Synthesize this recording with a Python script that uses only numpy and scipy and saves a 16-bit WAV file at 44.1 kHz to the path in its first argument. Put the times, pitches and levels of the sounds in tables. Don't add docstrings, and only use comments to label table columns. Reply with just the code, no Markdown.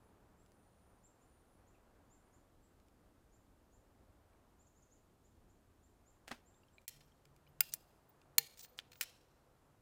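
import sys
import numpy as np
from scipy import signal
from scipy.fft import rfft, irfft, next_fast_len
from scipy.io import wavfile
from scipy.ndimage import uniform_filter1d

SR = 44100
rng = np.random.default_rng(int(sys.argv[2]) if len(sys.argv) > 2 else 0)


def dump_mix(stems):
    frames = np.atleast_2d(stems).T
    limited = np.clip(frames, -1, 1)
    pcm = np.round(limited * 32767).astype(np.int16)
    wavfile.write(sys.argv[1], SR, pcm)


N = 432621
TIME_S = np.arange(N) / SR
BLOW_SAMPLES = 16384
BLOW_TIME_S = np.arange(BLOW_SAMPLES) / SR

# f/Hz, relative density/dB
AIR_SPECTRUM = [(12, -32), (20, -3), (87, -3), (128, -7.5), (147, -13), (189, -9), (286, -10), (511, -14),
                (674, -14.5), (1270, -20), (2280, -29.5), (5690, -35), (6910, -33.5), (8380, -34.5),
                (15000, -37)]
# t/s, gain below 400 Hz/dB, gain 400-2200 Hz/dB
RUMBLE_GAINS = [(0, 2, 3.5), (5.5, 2, -1), (7.5, -1.5, 2), (9.8, -1.5, 1.5)]
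# start/s, end/s, f/Hz, level/dB
DRONES = [(0, 1, 186, -80), (1.9, 4.2, 287, -83.5), (6.846, 7.945, 141.5, -74), (7.901, 9.81, 141.6, -79),
          (8.2, 9.602, 497, -81.5), (8.195, 8.998, 744, -86.5)]
# t/s, length/s, start f/Hz, relative level/dB
WHISTLES = [(0, 0.118, 10580, -84), (.37, 0.51, 9860, -85), (.68, 0.42, 9700, -84.5),
            (1.16, 0.35, 9700, -82.5), (1.46, .16, 10200, -82.5), (2.11, 0.38, 9430, -88.5)]
# t/s, length/s, note f/Hz, relative level/dB
CHIRPS = [(0.368, 0.066, 7300, -80), (1.028, 0.044, 6960, -67), (1.203, 0.045, 6350, -77),
          (1.663, 0.038, 6190, -76), (2.094, .058, 6690, -70.5), (2.32, .045, 6100, -73.5),
          (2.618, 0.052, 7520, -79), (3.312, .056, 6350, -75.5), (3.713, .054, 6200, -74.5),
          (4.584, 0.045, 6550, -72), (4.663, 0.02, 5845, -70.5), (4.748, 0.047, 6120, -74.5),
          (4.819, 0.021, 5610, -69.5), (4.904, .044, 5870, -69.5), (5.237, 0.035, 6250, -74.5),
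          (5.487, .032, 6330, -77), (5.822, .038, 6600, -75), (6.053, .053, 6500, -71.5),
          (6.448, 0.055, 6840, -72), (6.533, 0.054, 6980, -77), (6.727, 0.029, 7370, -76)]
# t/s, length/s, start f/Hz, end f/Hz, relative level/dB
LOW_NOTE = [(1.742, 0.022, 2870, 2170, -75.5)]
# nominal f/Hz, level over the crack/dB, t60/s
TUBE_MODES = [(1414, 2.5, .058), (1780, 4.5, 0.11), (2140, -2, 0.056), (2270, 0.5, .03), (2430, 4, 0.056),
              (2756, 0.5, .033), (3042, -1, 0.05), (3530, -4, .035), (4900, 0, 0.02), (5340, -2, .03),
              (7500, 0, .018), (11440, -1, .016), (15200, 2.5, .04), (14800, 8.5, .012)]
# f/Hz, level over the crack/dB, t60/s
FERRULE_MODES = [(2750, 5.5, .03), (4040, 9.5, 0.042), (4270, 19, 0.029), (5970, 2.5, 0.042),
                 (6830, 6.5, 0.011), (7130, 3, .02), (12500, 9.5, 0.0064), (12600, 3, .014)]
# t/s, contact/s, relative strength/dB, brightness/dB
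TICKS = [(.4618, .001, -45, -2), (.519, .0008, -43, -1), (2.8, .001, -46.5, -4), (2.8844, .001, -46.5, -1),
         (6.8155, .0046, -49, 3), (7.006, .011, -32.5, -7.5), (7.2532, .0035, -36.5, -2.5),
         (7.363, .0035, -44.5, 2.5), (8.2154, .0033, -37.5, -9.5), (8.5737, .0017, -35, 1),
         (8.593, .0016, -33.5, 7.5), (8.648, .0021, -27.5, -1), (8.9179, .0049, -28.5, -4),
         (8.931, .0047, -28, -8), (8.956, 0.0029, -30, -30)]
# low/dB, high/dB, top/dB, tube ring/dB, ferrule ring/dB, echo/dB;
# rebound gap/s, first rebound/dB, loss per further rebound/dB
SNAPS = [(6.8795, 0.0027, -19, -21, 5, 3.5, -8, -13, 8.5, .0042, -7, 1.8),
         (7.606, .0011, -6.5, -9.5, 1, 10, 2.5, -25, 1.5, 0.00181, 1.5, 18),
         (7.738, 0.00045, -17.5, -8.5, 10, 11.5, -1.5, -19, -6.5, 0.0011, -9.5, 25),
         (8.3818, 0.00072, -2, -9.5, 2.5, 4.5, -4, -2.5, -2, 0.0017, 3, 14.5),
         (8.7896, 0.00039, -12.5, -9, -12.5, -31, -6.5, -24.5, -3, .0065, -7, 16),
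         (9.0101, 0.0048, -5.5, -8.5, 0, -2, -0.5, -27.5, 3, 0.0076, -8.5, 2)]
# t/s, f/Hz, t60/s, peak/dB
THRUMS = [(7.607, 840, 0.039, -46), (7.607, 1425, 0.042, -46), (7.607, 2190, 0.024, -32),
          (7.738, 5670, 0.012, -33), (8.383, 144, .22, -58), (8.383, 460, 0.14, -50.5),
          (8.383, 803, 0.13, -52), (8.383, 950, 0.024, -39), (8.7897, 3100, 0.0046, -27),
          (9.011, 516.5, 0.05, -62), (9.011, 1890, 0.019, -34), (9.011, 2430, 0.023, -32.5)]
# t/s, f/Hz, level/dB
TAPS = [(4.333, 2330, -72), (6.544, 3630, -69), (6.634, 2760, -63.5), (6.684, 3150, -66.5),
        (6.7822, 2367, -51), (7.12, 3200, -66.5), (7.467, 2380, -63), (7.475, 2980, -63)]
# f/Hz, gain/dB
SNOW_COLOUR = [(30, -3), (110, -1), (170, -11), (240, 6.5), (400, 0), (750, 2), (950, -2), (1500, 3),
               (2500, -1), (4000, -5.5), (9000, -13.5), (11000, -17.5), (16000, -23)]
# t/s, relative level/dB, slope/(dB/octave)
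LANDINGS = [(6.279, -18, 0), (6.3137, -11.5, -2.5)]
# delay/s, relative level/dB, decay/s, added slope/(dB/octave)
CRUST_STAGES = [(-.004, -8, 0.02, 0.5), (0, -0.5, 0.0027, 1), (.0045, -5, 0.0073, 1), (.009, -12, .03, 3.5)]
# t/s, length/s, start f/Hz, end f/Hz, relative level/dB
SQUEAKS = [(7.05, .03, 12900, 14100, -80), (7.478, .03, 13300, 14700, -77.5),
           (7.875, 0.027, 13280, 14500, -83.5), (8.088, .02, 14770, 15300, -65.5),
           (8.685, 0.029, 13700, 14500, -70), (8.715, 0.046, 14300, 14690, -78.5)]
# start/s, stop/s, level at the stop/dB, squeal over the grit/dB
SLIDES = [(7.717, 7.736, -55.5, -20), (8.573, 8.611, -60, -3), (8.623, 8.646, -60, 4),
          (8.773, 8.79, -63, -20), (8.912, 9.008, -73.5, 3)]
# f/Hz, gain/dB
SCRAPE_COLOUR = [(300, -25.5), (1500, -11), (4500, 5), (7500, 6.5), (10000, -3), (13000, -14.5),
                 (15500, -5)]
# f/Hz, gain/dB
WOOD_COLOUR = [(200, -17.5), (1000, -10), (2400, 2), (5000, 1.5), (7000, -3.5), (9000, -7.5), (13000, -9),
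               (16000, -14)]

AIR_DB, HISS_TOP_HZ = -70.5, 15100
DIP_AT_S, DIP_WIDTH_S, DIP_DB = 6.869, .006, -58
WHISTLE_END_HZ = 9430
CHIRP_AIM_HZ, CHIRP_REACH, CHIRP_SCOOP_HZ = 7940, .8, 350
BIRD_DB, BIRD_ECHO_DB = -6, -9
TICK_LOW_DB, TICK_TOP_DB, TICK_TUBE_DB, TICK_FERRULE_DB, TICK_ECHO_DB = -7.5, -9, 1, -19, -1
REBOUND_CONTACT, REBOUND_MAX_S = .99, .0064
TAP_T60_S, TAP_ATTACK_S = .023, .00048
SQUEAK_DB = -4.5
SLIDE_SWELL_DB, SLIDE_ATTACK_S, SLIDE_RELEASE_S = 5.5, .0051, .01
NEAR_TRUNK_S, NEAR_TRUNK_SPREAD_S, NEAR_TRUNK_DB = .044, .004, -11.5
HANDLING_SEND_DB, ECHO_DB = -8.5, -18.5
TOP_HZ = 15900


def undb(db):
    return 10 ** (np.asarray(db) / 20)


def unit(x):
    return x / np.sqrt(np.mean(x ** 2))


def curve(rows, axis=1):
    rows = np.array(rows)
    return np.interp(TIME_S, rows[:, 0], rows[:, axis])


def colour(x, points):
    hz, db = np.transpose(points)
    size = 2 * next_fast_len(len(x) // 2 + 1)
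    f_hz = np.maximum(np.fft.rfftfreq(size, 1 / SR), 1)
    gain = undb(np.interp(np.log(f_hz), np.log(hz), db))
    cepstrum = irfft(np.log(gain))
    cepstrum[1:size // 2] *= 2
    cepstrum[size // 2 + 1:] = 0
    response = np.exp(rfft(cepstrum))
    return irfft(rfft(x, size) * response)[:len(x)]


def resonate(x, hz, t60_s):
    hz = min(hz, .45 * SR)
    q = hz * t60_s * np.pi / np.log(1000)
    return signal.lfilter(*signal.iirpeak(hz, q, fs=SR), x)


def walk(rate_hz, size):
    steps = np.arange(size) / SR * rate_hz
    return np.interp(steps, np.arange(size), rng.standard_normal(size))


def add(out, s, x):
    start = max(int(s * SR), 0)
    out[start:start + len(x)] += x[:len(out) - start]


def contact(envelope, grain_db):
    size = len(envelope)
    impacts = rng.standard_normal(size) * envelope
    burst = rfft(impacts * undb(grain_db * walk(3000, size)))
    broad = uniform_filter1d(np.abs(burst) ** 2, size=size // 24)
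    fade = np.minimum(np.arange(size)[::-1] / (size / 2), 1)
    return irfft(burst / np.sqrt(broad)) * fade


def glides(calls, waver, bend, swell=.84):
    out = np.zeros(N)
    for s, length_s, start_hz, end_hz, db in calls:
        u = np.linspace(0, 1, int(length_s * SR))
        path_hz = start_hz + (end_hz - start_hz) * u ** bend
        hz = path_hz * (1 + waver * walk(350, SR)[:len(u)])
        envelope = 2 * np.sin(np.pi * u ** swell)
        add(out, s, undb(db) * envelope * np.sin(2 * np.pi * np.cumsum(hz) / SR))
    return out


def drones():
    out = np.zeros(N)
    for start_s, end_s, hz, db in DRONES:
        swell = np.clip(np.minimum(TIME_S - start_s, end_s - TIME_S) / .082, 0, 1)
        hum = resonate(resonate(rng.standard_normal(N), hz, .095), hz, .095)
        out += undb(db) * swell * unit(hum)
    return out


def background(flicker_db=1):
    air = unit(colour(rng.standard_normal(N), AIR_SPECTRUM)) * undb(AIR_DB)
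    low = signal.sosfiltfilt(signal.butter(2, 400, fs=SR, output="sos"), air)
    below_hiss = signal.sosfiltfilt(signal.butter(2, 2200, fs=SR, output="sos"), air)
    hiss, middle = air - below_hiss, below_hiss - low
    low_gain = undb(curve(RUMBLE_GAINS) + flicker_db * walk(7, N))
    middle_gain = undb(curve(RUMBLE_GAINS, axis=2) + flicker_db * walk(6.6, N))
    out = hiss + low * low_gain + middle * middle_gain + drones()
    dip = undb(DIP_DB * np.exp(-np.abs(TIME_S - DIP_AT_S) / DIP_WIDTH_S))
    return signal.sosfilt(signal.butter(14, HISS_TOP_HZ, fs=SR, output="sos"), out) * dip


def whistles():
    calls = [(s, length_s, hz, WHISTLE_END_HZ, db) for s, length_s, hz, db in WHISTLES]
    return glides(calls, waver=.01, bend=.7)


def chirps(flick_s=.006, flick_hz=2000, flick_db=-7):
    climbs, flicks = [], []
    for s, length_s, hz, db in CHIRPS:
        end_hz = hz + CHIRP_REACH * (CHIRP_AIM_HZ - hz)
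        climbs.append((s, length_s, hz - CHIRP_SCOOP_HZ, end_hz, db))
        flicks.append((s + .92 * length_s, flick_s, end_hz, end_hz - flick_hz, db + flick_db))
    return glides(climbs, waver=.004, bend=.62, swell=1.22) + glides(flicks, waver=.0053, bend=.89)


def tick_blows():
    blows = []
    for s, contact_s, db, bright_db in TICKS:
        top_db = TICK_TOP_DB + 1.4 * bright_db
        blows.append((s, contact_s, db, TICK_LOW_DB, bright_db, top_db,
                      TICK_TUBE_DB, TICK_FERRULE_DB, TICK_ECHO_DB))
    return blows


def snap_blows():
    blows = []
    for s, contact_s, db, *timbre, gap_s, rebound_db, loss_db in SNAPS:
        blows.append((s, contact_s, db, *timbre))
        rebound_s = min(REBOUND_CONTACT * gap_s, REBOUND_MAX_S)
        for k in range(3):
            blows.append((s + (k + 1) * gap_s, rebound_s, db + rebound_db - k * loss_db, *timbre))
    return blows


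def blow_tone(low_db, high_db, top_db):
    return [(80, low_db - 16.5), (300, low_db - 12.5), (600, low_db - 3.5), (1000, low_db),
            (2000, .00046), (4000, .0058), (7500, high_db),
            (11000, (high_db + top_db) / 2), (14500, top_db)]


def ring(crack, modes, shifts):
    return sum(undb(db) * resonate(crack, hz * shift, t60_s)
               for (hz, db, t60_s), shift in zip(modes, shifts))


def pole(chatter_db=-19, chatter_s=.0058, grain_db=3, detune=.0019):
    direct, outward = np.zeros(N), np.zeros(N)
    for s, contact_s, db, *tone_db, tube_db, ferrule_db, echo_db in snap_blows() + tick_blows():
        strike = np.exp(-(BLOW_TIME_S / contact_s) ** 4)
        chatter = undb(chatter_db) * np.exp(-BLOW_TIME_S / chatter_s)
        crack = contact(strike + chatter, grain_db)
        grip = 1 + detune * rng.standard_normal(len(TUBE_MODES))
        tube = undb(tube_db) * ring(crack, TUBE_MODES, grip)
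        joint = undb(ferrule_db) * ring(crack, FERRULE_MODES, np.ones(len(FERRULE_MODES)))
        tone = blow_tone(*tone_db)
        add(direct, s, undb(db - 3) * colour(crack + tube + joint, tone))
        sent = crack + undb(-14.5) * tube + undb(-8) * joint
        add(outward, s, undb(db + echo_db - 2) * colour(sent, tone))
    return direct, outward


def low_note():
    return glides(LOW_NOTE, waver=.01, bend=1)


def taps(overtone=1.7, overtone_db=-9):
    out = np.zeros(N)
    for s, hz, db in TAPS:
        phase = 2 * np.pi * hz * BLOW_TIME_S
        modes = np.sin(phase) + undb(overtone_db) * np.sin(overtone * phase)
        decay = undb(db - 60 * BLOW_TIME_S / TAP_T60_S)
        add(out, s, modes * decay * np.minimum(BLOW_TIME_S / TAP_ATTACK_S, 1))
    return out


def snow(grain_db=5):
    out = np.zeros(N)
    for s, db, slope_db in LANDINGS:
        for delay_s, stage_db, decay_s, stage_slope_db in CRUST_STAGES:
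            slope = slope_db + stage_slope_db
            tone = [(hz, g + slope * np.log2(max(hz, 400) / 3000)) for hz, g in SNOW_COLOUR]
            burst = contact(np.exp(-BLOW_TIME_S / decay_s), grain_db)
            add(out, s + delay_s, undb(db + stage_db) * colour(burst, tone))
    return out


def squeaks():
    return undb(SQUEAK_DB) * glides(SQUEAKS, waver=.01, bend=.6)


def thrums():
    out = np.zeros(N)
    for s, hz, t60_s, db in THRUMS:
        add(out, s, undb(db - 60 * BLOW_TIME_S / t60_s) * np.cos(2 * np.pi * hz * BLOW_TIME_S))
    return out


def sliding(squeal_hz=15050):
    friction = rng.standard_normal(N)
    roughness = undb(3.5 * walk(210, N) + 4 * walk(1400, N))
    grit = unit(colour(friction * roughness, SCRAPE_COLOUR))
    squeal = unit(resonate(rng.standard_normal(N), squeal_hz, .015))
    out = np.zeros(N)
    for start_s, stop_s, db, squeal_db in SLIDES:
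        attack = np.clip((TIME_S - start_s) / SLIDE_ATTACK_S, 0, 1)
        release = np.exp(-np.clip(TIME_S - stop_s, 0, 1) / SLIDE_RELEASE_S)
        swell = undb(db + np.interp(TIME_S, [start_s, stop_s], [-SLIDE_SWELL_DB, 0]))
        out += attack * release * swell * (grit + undb(squeal_db) * squeal)
    return out


def trunks(x, early_t60_s=.36, late_t60_s=1.2, late_db=-15, gap_s=.023, patchy_db=3):
    t = np.arange(SR) / SR
    decay = undb(-60 * t / early_t60_s) + undb(late_db - 60 * t / late_t60_s)
    envelope = decay * np.minimum(t / gap_s, 1) ** 2
    echoes = rng.standard_normal(SR) * envelope * undb(patchy_db * walk(200, SR))
    return signal.fftconvolve(x, unit(echoes) / np.sqrt(SR))[:N]


def near_trunk(x):
    bark = np.zeros(BLOW_SAMPLES)
    add(bark, NEAR_TRUNK_S, contact(np.exp(-BLOW_TIME_S / NEAR_TRUNK_SPREAD_S), grain_db=2))
    return undb(NEAR_TRUNK_DB) * signal.fftconvolve(x, bark)[:N]


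def scene():
    blows, outward = pole()
    handling = sliding() + taps() + snow() + squeaks()
    birds = chirps() + whistles() + low_note()
    sent = outward + undb(HANDLING_SEND_DB) * handling
    echo = undb(ECHO_DB) * colour(trunks(sent) + near_trunk(sent), WOOD_COLOUR)
    bird_echo = trunks(birds, early_t60_s=.35, late_t60_s=.83, gap_s=.0068)
    far_birds = undb(BIRD_DB) * birds + undb(BIRD_ECHO_DB) * bird_echo
    return (blows + thrums() + handling + echo + far_birds + background())[None]


def record(dry):
    return signal.sosfilt(signal.ellip(8, .2, 70, TOP_HZ, fs=SR, output="sos"), dry)


dry = scene()
out = record(dry)
dump_mix(out)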